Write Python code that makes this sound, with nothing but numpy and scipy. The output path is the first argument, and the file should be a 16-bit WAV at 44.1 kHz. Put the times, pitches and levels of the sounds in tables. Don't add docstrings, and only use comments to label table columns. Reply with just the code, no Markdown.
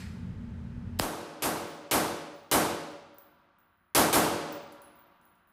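import sys
import numpy as np
from scipy import signal
from scipy.io import wavfile

SR = 44100
rng = np.random.default_rng(int(sys.argv[2]) if len(sys.argv) > 2 else 0)


def log_audio(samples):
    frames = np.atleast_2d(samples).T
    limited = np.clip(frames, -1, 1)
    pcm = np.round(limited * 32767).astype(np.int16)
    wavfile.write(sys.argv[1], SR, pcm)


def gain_from_db(level_db):
    decades = np.asarray(level_db, float) / 20
    return 10 ** decades


N = 243736
MUZZLE_S = .99745
ECHO_LENGTH = 65000
ROUGH_AIR = rng.standard_normal((2, N))


def table(rows, hz):
    at, *columns = np.transpose(rows)
    return [np.interp(np.log(hz), np.log(at), column) for column in columns]


def rms_one(x):
    return x / np.sqrt(np.mean(x ** 2) + 1e-20)


def since(s):
    return np.maximum(np.arange(N) / SR - s, 0)


def add(out, s, sound):
    first = round(s * SR)
    out[first:first + len(sound)] += sound[:N - first]


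def band_noise(low_hz, high_hz, white):
    return signal.sosfilt(signal.butter(2, [low_hz, high_hz], "band", fs=SR, output="sos"), white)


def bands():
    edges = 20 * 2 ** np.arange(0, 9.9, 1 / 3)
    for k, (low, high) in enumerate(zip(edges, edges[1:])):
        yield np.sqrt(low * high), band_noise(low, high, ROUGH_AIR[k % 2])


def colored(spectrum):
    return sum(gain_from_db(table(spectrum, hz)[0]) * noise for hz, noise in bands())


def narrow(hz, width_hz, size):
    r = np.exp(-np.pi * width_hz / SR)
    section = [1, 0, -1, 1, -2 * r * np.cos(2 * np.pi * hz / SR), r * r]
    noise = rng.standard_normal(size + 4000)
    return rms_one(signal.sosfilt([section, section], noise)[4000:])


def resonances(rows):
    return sum(gain_from_db(db) * narrow(hz, width_hz, N) for hz, width_hz, db in rows)


def tick(hz, wide, t60):
    t = np.arange(9000) / SR
    noise = band_noise(hz / wide, min(hz * wide, .45 * SR), rng.standard_normal(len(t)))
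    return rms_one(noise) * (gain_from_db(-60 * t / t60) + gain_from_db(-17 - 60 * t / .33))


def gain_before_blast():
    return gain_from_db(-2500 * since(MUZZLE_S))


# pitch in Hz, level in dB per Hz.
FAN_RUMBLE = [(12, -45), (20, -13), (86, -0.5), (123, -4.5), (234, -13), (285, -23), (459, -24), (698, -33),
              (923, -33), (1060, -48), (1150, -35), (1660, -36), (2260, -40), (9950, -59.5), (16000, -74.5)]
# pitch in Hz, width in Hz, level in dB.
DUCT_HUMS = [(85.5, 4.2, -8.5), (130.2, 7.5, -11.5), (182.4, 16, -9), (204.7, 15, -12), (236.3, 6, -7),
             (885, 27, -31)]
# pitch in Hz, level in dB per Hz.
FAN_HUSH = [(18, -49), (30, -10), (92, -1), (123, -18), (198, 5.5), (257, -21), (334, -13), (636, -29.5),
            (1160, -7), (1300, -12), (1400, -5.5), (2250, -22.5), (9000, -51), (11700, -80.5),
            (19800, -120)]


def ventilation():
    rumble = gain_from_db(-3.0) * rms_one(colored(FAN_RUMBLE)) + resonances(DUCT_HUMS)
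    return gain_before_blast() * gain_from_db(-40.5) * rumble + gain_from_db(-72.5) * rms_one(colored(FAN_HUSH))


# pitch in Hz, level in dB per Hz.
BOLT_NOISE = [(500, -27), (1100, -7), (1750, 0), (2300, 1), (3100, -4), (4300, -3), (5000, -5), (6000, -11),
              (7500, -8), (9000, -11.5), (11000, -12), (16000, -31)]
# pitch in Hz, width in Hz, level in dB.
BOLT_PARTS = [(1680, 59, -8), (1880, 36, -9), (4340, 110, -11), (5040, 190, -10), (6100, 200, -17.5),
              (7570, 250, -16), (8680, 90, -22)]


def bolt():
    t, echo = since(0)[:SR], 0
    for hz, noise in bands():
        fall_db = 60 * t / 0.65 * (hz / 3000) ** .15
        echo = echo + gain_from_db(table(BOLT_NOISE, hz)[0] - fall_db) * noise[:SR]
    echo = np.pad(echo, (0, N - SR)) / np.std(echo[:2000])
    rings = resonances(BOLT_PARTS) * gain_from_db(-60 * since(0) / 0.68)
    return gain_before_blast() * gain_from_db(-54.5) * (echo + rings)


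CASE_HZ = (10700, 11790, 15200)
CASE_WIDTH_HZ = (260, 130, 230)
# start in seconds, tick level in dB, low, middle and top ring level in dB.
CASE_LANDINGS = [(1.677, -69, -95, -99, -62), (2.33, -105, -75, -99, -73), (2.36, -74, -78, -99, -70),
                 (2.887, -105, -76, -99, -75), (3.144, -69, -84, -99, -70), (3.184, -51, -84, -67, -55),
                 (3.586, -73.5, -89, -91, -69.5), (3.7744, -83, -88.5, -99, -79),
                 (4.48, -105, -95, -90, -76), (4.524, -46, -95, -83, -51), (4.723, -49.5, -95, -82, -90),
                 (4.8185, -52, -60, -88, -65), (4.955, -70, -75, -82, -65), (4.988, -110, -79, -87, -59),
                 (5.04, -110, -88, -80, -73), (5.214, -84, -76, -99, -73), (5.253, -68, -78, -99, -67),
                 (5.473, -78, -82, -99, -70)]
# start in seconds, level in dB, pitch in Hz.
CASE_SKIPS = [(3.13, -74, 10900), (3.603, -74, 9000), (4.541, -68, 10000), (4.727, -53, 11000),
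              (4.969, -64, 12300), (5.2139, -69, 7500), (5.235, -76, 11500), (5.277, -73, 6530),
              (5.355, -70, 8000), (5.488, -73, 9950)]


def brass():
    out, t = np.zeros(N), np.arange(20000) / SR
    ends = [row[0] for row in CASE_LANDINGS[1:]] + [N / SR]
    for (s, tick_db, *rings_db), end in zip(CASE_LANDINGS, ends):
        stop_db = 2000 * np.maximum(t - end + s, 0)
        for hz, width_hz, level_db in zip(CASE_HZ, CASE_WIDTH_HZ, rings_db):
            t60 = .33 + .55 * gain_from_db(.65 * (-78 - level_db))
            swell = 1 - np.exp(-t / (0.0086 * t60 ** 2))
            add(out, s, swell * gain_from_db(level_db - 60 * t / t60 - stop_db) * narrow(hz, width_hz, len(t)))
        add(out, s, gain_from_db(tick_db) * tick(11800, 1.6, .005))
        ping_db = (tick_db + rings_db[-1]) / 2 + 15.5
        add(out, s, gain_from_db(ping_db - 60 * t / 0.014) * np.sin(2 * np.pi * CASE_HZ[-1] * t))
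    for s, level_db, hz in CASE_SKIPS:
        add(out, s, gain_from_db(level_db) * tick(hz, 1.8, .005))
    return out


SHOT_TIMES = (.9975, 1.4222, 1.9117, 2.5138, 3.9487, 4.1286)
# level in dB, extra treble in dB, gain recovery in dB per second.
SHOT_LEVELS = [
    (-31, -2, 32),
    (-28, 0.1, 20),
    (-24, .6, 11),
    (-22, 0.16, 10.5),
    (-20.5, 1.5, -15),
    (-21.5, 0.15, 22),
]


def fire(hz, echoes):
    out, t = np.zeros(N), np.arange(ECHO_LENGTH) / SR
    released = np.clip(t - .1, 0, .35)
    for s, (level_db, treble_db, recovery), echo in zip(SHOT_TIMES, SHOT_LEVELS, echoes):
        add(out, s, gain_from_db(level_db + treble_db * hz / (hz + 2500) + recovery * released) * echo)
    return out


# pitch in Hz, level in dB,
# swell in seconds, time to fall by 60 dB in seconds.
BAFFLE_MODES = [(96.4, -23.5, .05, 0.99), (160.1, -12.5, .05, 0.81), (242, -9.5, 0.075, 0.39),
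                (304.8, -5.5, 0.069, 0.85), (347.3, -2.5, 0.079, 0.54), (444.7, -16, 0.026, 1),
                (482, -13, .04, 0.91), (559.5, -18.5, 0.037, 1.4), (572.5, -10, 0.26, 1.096),
                (589, -13, 0.073, 0.83), (696, -16.5, 0.019, 0.99), (770, -21, 0.028, .9),
                (799, -17, .03, .6), (884, -17.5, .03, 0.45), (900, -14.5, 0.046, 0.55),
                (936, -21, 0.044, 0.31), (1104, -13, 0.052, .7), (1333, -17.5, 0.067, .7),
                (1490, -23, .03, 0.45)]
# pitch in Hz, level in dB, time to fall by 60 dB in seconds.
SHEET_MODES = [(238, -37, 2.4), (299, -32, 2), (349, -41.5, 2.92), (696, -38.5, 2.6), (790, -43, 2.4),
               (895, -43, 2.6), (951, -42, 3.5), (990, -39, 2.5), (1130, -41.5, 3.3), (1180, -41, 2.8),
               (1372, -42, 3.2)]


def baffles():
    t = np.arange(ECHO_LENGTH) / SR
    modes = [(hz, gain_from_db(db - 60 * t / t60) * (1 - np.exp(-(t / swell) ** 2)))
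             for hz, db, swell, t60 in BAFFLE_MODES]
    modes += [(hz, gain_from_db(db - 60 * t / t60)) for hz, db, t60 in SHEET_MODES]
    out = 0
    for (hz, shape), (phase, twin_phase, apart) in zip(modes, rng.random((len(modes), 3))):
        twin_hz = hz + 6.035 * (.5 + apart / 2)
        tone = np.sin(2 * np.pi * (hz * t + phase))
        twin = gain_from_db(-7) * np.sin(2 * np.pi * (twin_hz * t + twin_phase))
        out = out + fire(hz, [shape * (tone + twin)] * len(SHOT_TIMES))
    return out


# pitch in Hz, time to fall by 60 dB in seconds, late level in dB,
# late time to fall by 60 dB in seconds.
HALL_DECAY = [(60, 0.42, -33, 3.5), (397, 0.84, -33.5, 2.6), (1400, .76, -28, 3.1), (2500, 0.87, -33.5, 4),
              (4800, 0.78, -26.5, 1.7), (9000, 0.55, -49.5, 2), (12500, 0.41, -55.5, 1.5),
              (16100, 0.42, -59, 1.1)]
# pitch in Hz, level in dB.
BEFORE_FAR_WALL = [(40, -14), (150, -5.5), (400, -1), (1400, -3.5), (2300, 3), (9000, -0.5)]


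def hall(hz):
    t60, late_db, late_t60 = table(HALL_DECAY, hz)
    t = np.arange(ECHO_LENGTH) / SR
    plateau_s = 0.041 * (hz / 1000) ** -0.25
    fall = np.sqrt(t ** 2 + plateau_s ** 2) - plateau_s
    decay = np.hypot(gain_from_db(-60 * fall / t60), gain_from_db(late_db - 60 * t / late_t60))
    arrival_db = table(BEFORE_FAR_WALL, hz)[0] * (1 - np.tanh((t - .027) / 0.0043)) / 2
    bunch_db = 1.3 * np.exp(-((t - .03) / 0.039) ** 2)
    bite_db = -2.5 * np.exp(-t / 0.0079)
    return decay * gain_from_db(arrival_db + bunch_db + bite_db)


# pitch in Hz, level in dB per Hz.
BLAST_NOISE = [(20, -40), (35, -18), (90, -9), (250, -3), (420, -6), (750, -3.5), (1150, -6.5),
               (1520, -9.5), (1950, -17), (4200, -18.5), (7500, -19), (11000, -14), (13500, -21),
               (16000, -27)]


def blasts():
    out, spread = 0, 0
    for hz, noise in bands():
        level, shape = gain_from_db(table(BLAST_NOISE, hz)[0]), hall(hz)
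        step = 30011 if hz > 1900 else 0
        starts = [20000 + k * step for k in range(len(SHOT_TIMES))]
        out = out + level * fire(hz, [noise[i:i + ECHO_LENGTH] * shape for i in starts])
        spread = spread + level * noise
    duck_db = -18 * np.exp(-since(MUZZLE_S) / .006)
    return gain_from_db(duck_db) * out / np.std(spread)


# pitch in Hz, level in dB, time to fall by 60 dB in seconds.
MUZZLE_CRACKLE = [(1750, -19, .006), (2800, -15, .004), (3900, -19, .004), (5200, -16, .004),
                  (7900, -17, .0035), (9500, -24, .002), (11300, -19, .003), (14500, -21, .0025)]


def muzzle():
    t = since(MUZZLE_S)
    crackle = 0
    for hz, db, t60 in MUZZLE_CRACKLE:
        sign = -1 if hz > 4000 else 1
        crackle = crackle + sign * gain_from_db(db - 60 * t / t60) * np.sin(2 * np.pi * hz * t)
    stretch = 1 + t / .0008
    swings = np.sin(2 * np.pi * np.log(stretch) / np.log(2.1)) / stretch ** .62
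    front = gain_from_db(-14 - 60 * t / .3) * swings
    hiss = band_noise(2500, 14000, rng.standard_normal(N))
    ahead = (since(.9892) > 0) * gain_from_db(900 * np.minimum(np.arange(N) / SR - MUZZLE_S, 0))
    return front + crackle + hiss * ahead * gain_from_db(-28 - 9000 * t)


def cracks():
    out = np.zeros(N)
    for s, (level_db, *_) in zip(SHOT_TIMES[1:], SHOT_LEVELS[1:]):
        add(out, s, gain_from_db(level_db - 3.5) * tick(2800, 3.8, 0.013))
    return out


def scene():
    top = signal.cheby2(10, 40, 16000, fs=SR, output="sos")
    dulled = signal.sosfilt(top, ventilation() + bolt() + brass() + blasts())
    return (dulled + baffles() + muzzle() + cracks())[None]


def roll_off(x):
    return signal.sosfilt(signal.butter(12, 16850, fs=SR, output="sos"), x)


def record(dry):
    rounded = 0.62 * np.tanh(dry / 0.58)
    top = signal.cheby2(12, 60, 16700, fs=SR, output="sos")
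    return roll_off(signal.sosfilt(top, rounded))


dry = scene()
out = record(dry)
log_audio(out)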